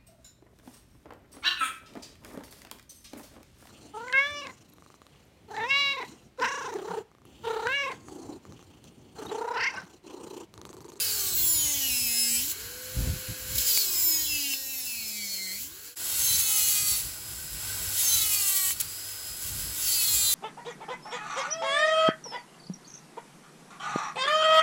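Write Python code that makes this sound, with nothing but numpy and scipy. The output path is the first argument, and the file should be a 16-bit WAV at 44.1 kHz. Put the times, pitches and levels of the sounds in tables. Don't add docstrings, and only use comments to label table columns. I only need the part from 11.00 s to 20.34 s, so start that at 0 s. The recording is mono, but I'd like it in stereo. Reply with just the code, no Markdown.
import sys
import numpy as np
from scipy import signal
from scipy.fft import rfft, irfft
from scipy.io import wavfile
from scipy.ndimage import uniform_filter1d

SR = 44100
rng = np.random.default_rng(int(sys.argv[2]) if len(sys.argv) > 2 else 0)


def log_audio(samples):
    frames = np.atleast_2d(samples).T
    limited = np.clip(frames, -1, 1)
    pcm = np.round(limited * 32767).astype(np.int16)
    wavfile.write(sys.argv[1], SR, pcm)


N = 411894
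T = np.arange(N) / SR
HZ = np.fft.rfftfreq(N, 1 / SR)

# time in seconds, level in dB.
AIR_LEVEL = [(0, -58), (1.2, -61.5), (1.6, -59.5), (2.8, -57.5), (3.5, -63.5), (3.6, -65.5), (4.9, -65.5),
             (5, -54), (6.5, -59), (6.7, -52.5), (7.8, -59), (8.4, -57.5), (9.34, -53.5)]
# centre in seconds, level in dB, half length in seconds.
PUFFS = [(0.632, -51, 0.051), (1.385, -55, 0.13), (2.065, -29, 0.1), (2.309, -37.5, 0.025),
         (2.563, -45, 0.055), (5.9, -53.5, 0.077), (6.062, -49.5, 0.029), (6.562, -53, 0.036),
         (6.75, -61, 0.13), (8.596, -46.5, 0.14)]
# frequency in Hz, density in dB per Hz.
BUFFET_SPECTRUM = [(20, -40), (52, -1), (90, -3.5), (150, -9.5), (300, -24.5), (1000, -44.5)]
# start in seconds, peak in dB, length in seconds.
GRAZES = [(1.513, -38, 0.0049), (2.55, -37, 0.0092), (2.58, -32, 0.0078), (7.799, -29.5, 0.015)]
# start in seconds, peak in dB, ring in Hz.
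CATCHES = [(2.7751, -17.5, 2270), (2.775, -12, 7350), (3.537, -20.5, 2680), (7.707, -22, 2310)]
# time in seconds, bur turns in Hz, level in dB.
CUTTING_PASSES = [
    [(0, 445, -31.5), (.35, 357.9, -33.5), (.6, 314, -32.5), (.84, 265.4, -31), (.95, 246.2, -31),
     (1.09, 234.8, -32), (1.36, 236.6, -30.5), (1.39, 241.5, -32.5)],
    [(2.54, 467, -36), (2.63, 461.8, -32), (2.68, 452.4, -26.5), (2.78, 413.3, -25), (2.86, 371.5, -31.5),
     (2.97, 341.3, -33), (3.53, 272.6, -32), (3.56, 266.9, -37.5), (3.72, 265.5, -37), (4.07, 218.6, -38),
     (4.3, 198.8, -37), (4.49, 186.7, -39), (4.55, 197, -38)],
    [(5, 461.6, -42.5), (5.2, 459.2, -31), (5.28, 451.6, -28), (5.62, 415.7, -27), (5.94, 409.2, -30.5)],
    [(6.64, 460, -48), (6.91, 462.6, -38.5), (7, 460.5, -28.5), (7.13, 444.5, -28), (7.26, 425, -29.5),
     (7.5, 391.1, -30), (7.69, 374, -31)],
    [(8.45, 459.3, -40), (8.72, 460.2, -43), (8.82, 457.3, -32.5), (8.93, 443.6, -27.5),
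     (9.12, 414.6, -27.5), (9.34, 396.6, -27)],
]
# time of leaving in seconds, level in dB.
LEAVINGS = [(1.51, -33), (4.66, -40), (6.05, -40.5), (7.72, -32.5)]
# frequency in Hz, density in dB per Hz.
CUT_SPECTRA = [
    [(700, -4), (1100, -22), (1550, -14), (2000, -4.5), (2700, -7.5), (3500, -7), (4400, -3), (5500, -3.5),
     (6700, -2.5), (7800, 4), (9500, -5.5), (12000, 1.5), (15500, 1)],
    [(700, -8), (1100, -8.5), (1550, -14), (2000, -7), (2700, -8), (3500, -8.5), (4400, -6), (5500, -8.5),
     (6700, -3.5), (7800, 0.5), (9500, 0), (12000, 0), (15500, -2.5)],
]
# frequency in Hz, density in dB per Hz.
AIR_SPECTRA = [
    [(300, -5.5), (700, -13.5), (1300, -10.5), (1560, 4.5), (1850, -3), (2700, -6), (3700, -7.5),
     (4400, -1), (5500, -7), (6700, -7), (7800, -1), (9500, -9), (12000, -1.5), (15500, -12)],
    [(300, -6), (700, -7.5), (1100, -9), (1500, -2.5), (2000, -6), (2700, -5.5), (3500, -7.5), (4400, -3.5),
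     (5500, -4), (6700, -9.5), (7800, 4), (9500, -0.5), (12000, -1.5), (15500, -4.5)],
]
# frequency in Hz, phase lead of the left in radians,
# left minus right in dB, unrelated share 0-1.
PORT_PAIRS = [
    [(100, 0, 2.5, 0), (397, 1.5, 3.5, 0.1), (1020, 1, 5, 1), (1664, 3.5, 0.5, 0.59),
     (2460, 5.5, 1.5, 0.27), (3480, 6.5, 3, 0.46), (5900, 8, 0.5, 0.33), (7440, 5, 0, 0.01),
     (17060, -9.5, 0, 0.13)],
    [(254, -0.1, 2, 0.56), (498, 2.5, -2.5, 0.23), (910, 6.5, 6, 0.8), (1300, 6, 3.5, 0.61),
     (2430, 8.5, 4, 0.66), (3100, 6, 3, 0.12), (5200, 6.5, 7.5, 0.63), (7380, 5.5, -0.5, 0),
     (18100, -10.5, 0.5, 0)],
]
# end in seconds, boosts of the gear mesh and its 2nd, 3rd and 4th multiple
# in dB, shank thump before load in dB, low and high ring of tooth and jaw in Hz, ring boost in dB,
# locked share 0-1 when pressed in, gain of the thump overtones before bite and load in dB.
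WORK_SPOTS = [(.33, 11.5, 18, 4, 4, -46.5, 4630, 5200, 5, 0.51, -38),
              (.75, 8, 13, 19.5, 18, -47.5, 4470, 6900, 5.4, 0.64, -44.5),
              (1.5, 8, 8.4, 9.5, 14, -49, 2450, 5030, 7.5, 0.67, -51.5),
              (2.84, 9.5, 9.9, 6, 2, -58, 5010, 7260, 6.5, 0.72, -58),
              (3.25, 2.5, 12.8, 11, 16, -50, 5050, 5110, 6, 0.7, -48),
              (3.55, 6.5, 5.2, 8.5, 7, -50, 2670, 5050, 13, 0.8, -57),
              (3.85, -7, 2.8, 13, 14, -56.5, 2620, 5340, 9, 0.65, -54),
              (4.955, 13, 7.3, 3, 13.5, -57.5, 4380, 5230, 5.7, 0.59, -55.5),
              (5.5, 1, 2.6, -11, 0, -67, 4060, 6320, 12.6, 0.63, -54.5),
              (6.3, 3, 6.9, -4, 0, -66, 4000, 5840, 6, 0.51, -53),
              (7.24, 2, 4.9, 5, 0, -66, 3960, 6270, 18, 0.54, -50.5),
              (8, -0.5, 16.4, 14, 0, -62, 3000, 6200, 4.3, 0.48, -52),
              (9, 2.5, 2, -5, -1, -68, 4520, 6200, 6.6, 0.58, -61),
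              (9.34, 2.5, 3.8, 8, -1, -64, 4030, 7660, 2.9, 0.75, -58.5)]

TEETH, MOTOR_TEETH = 11, 10
IDLE_HZ = 467
SPIN_UP_S, SPIN_UP_HZ_PER_S, LET_GO_S = .095, 1050, .04
WOBBLE, LOADED_WOBBLE = 0.00161, 0.00807

THUMP_DB = [(-5.5, -5.5, -11, -17), (5.5, 13.5, 7.5, 19)]
MOTOR_DB, MESH_DB = (7.5, 1), (-65, -51.5)
MOTOR_FADE_DB_PER_HZ = (0.06, 0.14)
RUSTLE_DB, RUSTLE_RATE = (1, 0), 220

LOCKED_SHARE_FREE, BITE_HZ, HALF_BITE_HZ = 0.018, 467, 11.3
EASE_S = .05
SIDEBAND_SHARE, RING_WIDTH_HZ = 0.42, 150
BLUR_HZ, BLUR_DB = 6900, 4
GRIT_LO_HZ, GRIT_SPLIT_HZ, GRIT_CLEAR_DB_PER_HZ = 2180, 4300, .07
TOUCH_S, LIFT_S, FREE_DB = 0.09, .035, -47.5
TICK_T60_S = 0.01

HISS_POWER = 2.4
BREEZE_DB = 0.5
HUM_HZ, HUM_WIDTH_HZ, HUM_DB = 99.2, 3.2, 0
JOIN_S, FADE_OUT_S, FADE_IN_S = 4.955, 0.073, 0.018
TOP_HZ = 15800


def undb(db):
    return 10 ** (np.asarray(db) / 20)


def curve(rows):
    return np.interp(T, *np.transpose(rows))


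def walk(rate, t=T):
    count = int(N / SR * rate) + 2
    return np.interp(t * rate, np.arange(count), rng.standard_normal(count))


def colour(x, spectrum, lo_hz, hi_hz):
    f, db = np.transpose(spectrum)
    gain = undb(np.interp(np.log(HZ + 1), np.log(f), db))
    gain = gain * np.clip(HZ / f[0], 0, 1) ** 2
    band = (HZ > lo_hz) & (HZ < hi_hz)
    rms = np.sqrt(np.sum(gain[band] ** 2) / len(HZ))
    return irfft(rfft(x) * gain / rms, N)


def tone(db, phase):
    return np.sqrt(2) * undb(db + 2.6 * walk(8.3)) * np.cos(phase)


def ports(x, near, rows):
    f, lead, pan_db, share = np.transpose(rows)
    lead = np.interp(HZ, f, lead)
    pan_db = np.interp(HZ, f, pan_db)
    share = np.interp(HZ, f, np.clip(share, 0, 1))
    side = np.array([[1], [-1]]) / 2
    echoes = rng.standard_normal((2, 8192)) * np.exp(-np.arange(8192) / SR / 0.018)
    echoes = np.exp(1j * np.angle(rfft(echoes, N)))
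    direct = np.exp(1j * lead * side)
    mix = np.sqrt(1 - share) * direct + np.sqrt(share) * echoes
    return irfft((rfft(x) * mix + rfft(near) * direct) * undb(pan_db * side), N)


def hum():
    band = 1 / (1 + ((HZ - HUM_HZ) / HUM_WIDTH_HZ) ** 2)
    return irfft(rfft(rng.standard_normal(N)) * band / np.sqrt(np.mean(band ** 2)), N)


def buffet(air_gain):
    gain = air_gain * undb(BREEZE_DB + 6.6 * walk(6))
    for centre, db, half in PUFFS:
        gain = gain + undb(db) * np.exp(-((T - centre) / half) ** 4)
    rumble = colour(rng.standard_normal((2, N)), BUFFET_SPECTRUM, 30, 138) * gain * undb(1.8 * walk(25))
    return rumble[0] + 0.28 * rumble[1] * np.array([[1], [-1]])


def drive_air(spectrum, hz):
    noise = colour(rng.standard_normal(N), spectrum, 660, 1118)
    room = signal.sosfiltfilt(signal.butter(2, 1200, fs=SR, output="sos"), noise)
    hiss = noise - room
    return room + hiss * (hz / IDLE_HZ) ** HISS_POWER * undb(1.36 * walk(8.7))


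def at_spot(column):
    rows = np.array(WORK_SPOTS)
    index = np.minimum(np.searchsorted(rows[:, 0], T), len(rows) - 1)
    return uniform_filter1d(rows[index, column], size=2000)


def speed():
    hz = curve([row[:2] for rows in CUTTING_PASSES for row in rows])
    knee = SPIN_UP_S * SPIN_UP_HZ_PER_S
    for rows, after in zip(CUTTING_PASSES, CUTTING_PASSES[1:]):
        eased, low, _ = rows[-1]
        touch, free, _ = after[0]
        t = np.maximum(T - eased, 0)
        decay = np.exp(-t ** 2 / (t + LET_GO_S) / SPIN_UP_S)
        back = free - knee * np.arcsinh(np.sinh((free - low) / knee) * decay)
        hz = np.where((T > eased) & (T < touch), back, hz)
    return hz


def bite(hz):
    pressed = 0
    for rows in CUTTING_PASSES:
        pressed = pressed + (T >= rows[0][0]) * np.clip(1 - (T - rows[-1][0]) / EASE_S, 0, 1)
    lost = np.maximum(BITE_HZ - hz, 0) ** 2
    depth = pressed * lost / (lost + HALF_BITE_HZ ** 2)
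    return np.clip(LOCKED_SHARE_FREE + (at_spot(column=9) - LOCKED_SHARE_FREE) * depth, 0, 1)


def whine(setup, hz, turn, air_gain):
    load = 1.98 * np.clip(1.1 - hz / IDLE_HZ, 0, 1)
    overtones = sum(tone(db, (k + 2) * turn) for k, db in enumerate(THUMP_DB[setup]))
    thump = tone(at_spot(column=5), turn) + bite(hz) * undb(at_spot(column=10)) * overtones
    rotor = turn * TEETH / MOTOR_TEETH
    rustle = walk(RUSTLE_RATE) * np.cos(3 * rotor) + walk(RUSTLE_RATE) * np.sin(3 * rotor)
    motor_gain = undb(MOTOR_DB[setup] - MOTOR_FADE_DB_PER_HZ[setup] * (IDLE_HZ - hz))
    motor = motor_gain * (tone(0, rotor) + undb(RUSTLE_DB[setup]) * rustle)
    return load * thump + air_gain * motor + tone(MESH_DB[setup], turn * TEETH)


def ticks():
    out = 0
    for start, db, ring_hz in CATCHES:
        t = np.maximum(T - start, 0)
        out = out + undb(db - 60 * t / TICK_T60_S) * np.sin(2 * np.pi * ring_hz * t)
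    return out


def contact():
    rows = [(s, db) for one in CUTTING_PASSES for s, _, db in one]
    landings = [(one[0][0] - TOUCH_S, FREE_DB) for one in CUTTING_PASSES]
    freed = [(s + LIFT_S, FREE_DB) for s, _ in LEAVINGS]
    gain = undb(curve(sorted(rows + landings + LEAVINGS + freed)))
    for s, db, length in GRAZES:
        rise, fall = (T - s) / 0.0018, (s + length - T) / 0.0024 + 1
        gain = gain + undb(db) * np.clip(np.minimum(rise, fall), 0, 1)
    return gain


def locked_scrape(hz, turn):
    step = slice(0, N, 64)
    t = T[step]
    spot = [at_spot(column)[step] for column in range(len(WORK_SPOTS[0]))]
    low_hz, high_hz, ring_db = spot[6:9]
    locked = 0
    for k in range(6, 68):
        line_hz = k * hz[step]
        db = (1.8 + 0.031 * k) * walk(4.5, t) + 3.64 * walk(14, t)
        mesh = round(k / TEETH)
        if 1 <= mesh <= 4 and k == mesh * TEETH:
            db = 0.84 * db + spot[mesh]
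        elif 1 <= mesh <= 4 and abs(k - mesh * TEETH) == 1:
            db = db + SIDEBAND_SHARE * spot[mesh]
        for ring_hz in (low_hz, high_hz):
            db = db + ring_db / (1 + ((line_hz - ring_hz) / RING_WIDTH_HZ) ** 2)
        db = db - BLUR_DB / (1 + (BLUR_HZ / line_hz) ** 8)
        keep = np.clip((TOP_HZ - line_hz) / 100 + 10, 0, 1)
        phase = k * turn + 2 * np.pi * rng.random() + 1.83 * walk(1.523)
        locked = locked + np.interp(T, t, keep * undb(db)) * np.cos(phase)
    return locked * np.sqrt(4 * hz / SR)


def loose_grit(hz, turn, share):
    grit = (1 + 0.51 * np.cos(turn)) * undb(2.1 * walk(35)) * rng.standard_normal(N)
    grit = signal.sosfilt(signal.butter(2, GRIT_LO_HZ, "high", fs=SR, output="sos"), grit)
    coarse = signal.sosfiltfilt(signal.butter(4, GRIT_SPLIT_HZ, fs=SR, output="sos"), grit)
    return grit - coarse * (1 - undb(-GRIT_CLEAR_DB_PER_HZ * share * (IDLE_HZ - hz)))


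def bur(hz, turn):
    share = bite(hz)
    return np.sqrt(share) * locked_scrape(hz, turn) + np.sqrt(1 - share) * loose_grit(hz, turn, share)


def scene():
    hz = speed()
    wobble = (WOBBLE + LOADED_WOBBLE * (1 - hz / IDLE_HZ)) * walk(24)
    turn = 2 * np.pi * np.cumsum(hz * (1 + wobble)) / SR
    force = bur(hz, turn) * contact()
    air_gain = undb(curve(AIR_LEVEL))
    fades = np.clip((JOIN_S - T) / FADE_OUT_S, 0, 1), np.clip((T - JOIN_S) / FADE_IN_S, 0, 1)
    out = 0
    for k in range(2):
        air = air_gain * drive_air(AIR_SPECTRA[k], hz)
        cutting = colour(force, CUT_SPECTRA[k], 2100, 8010)
        near = whine(k, hz, turn, air_gain) + ticks()
        out = out + fades[k] * ports(cutting + air, near, PORT_PAIRS[k])
    bass = buffet(air_gain) + undb(HUM_DB) * air_gain * hum()
    return out + bass * (fades[0] + fades[1])


def record(dry):
    return signal.sosfilt(signal.ellip(10, .2, 75, TOP_HZ, fs=SR, output="sos"), dry)


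dry = scene()
out = record(dry)
log_audio(out)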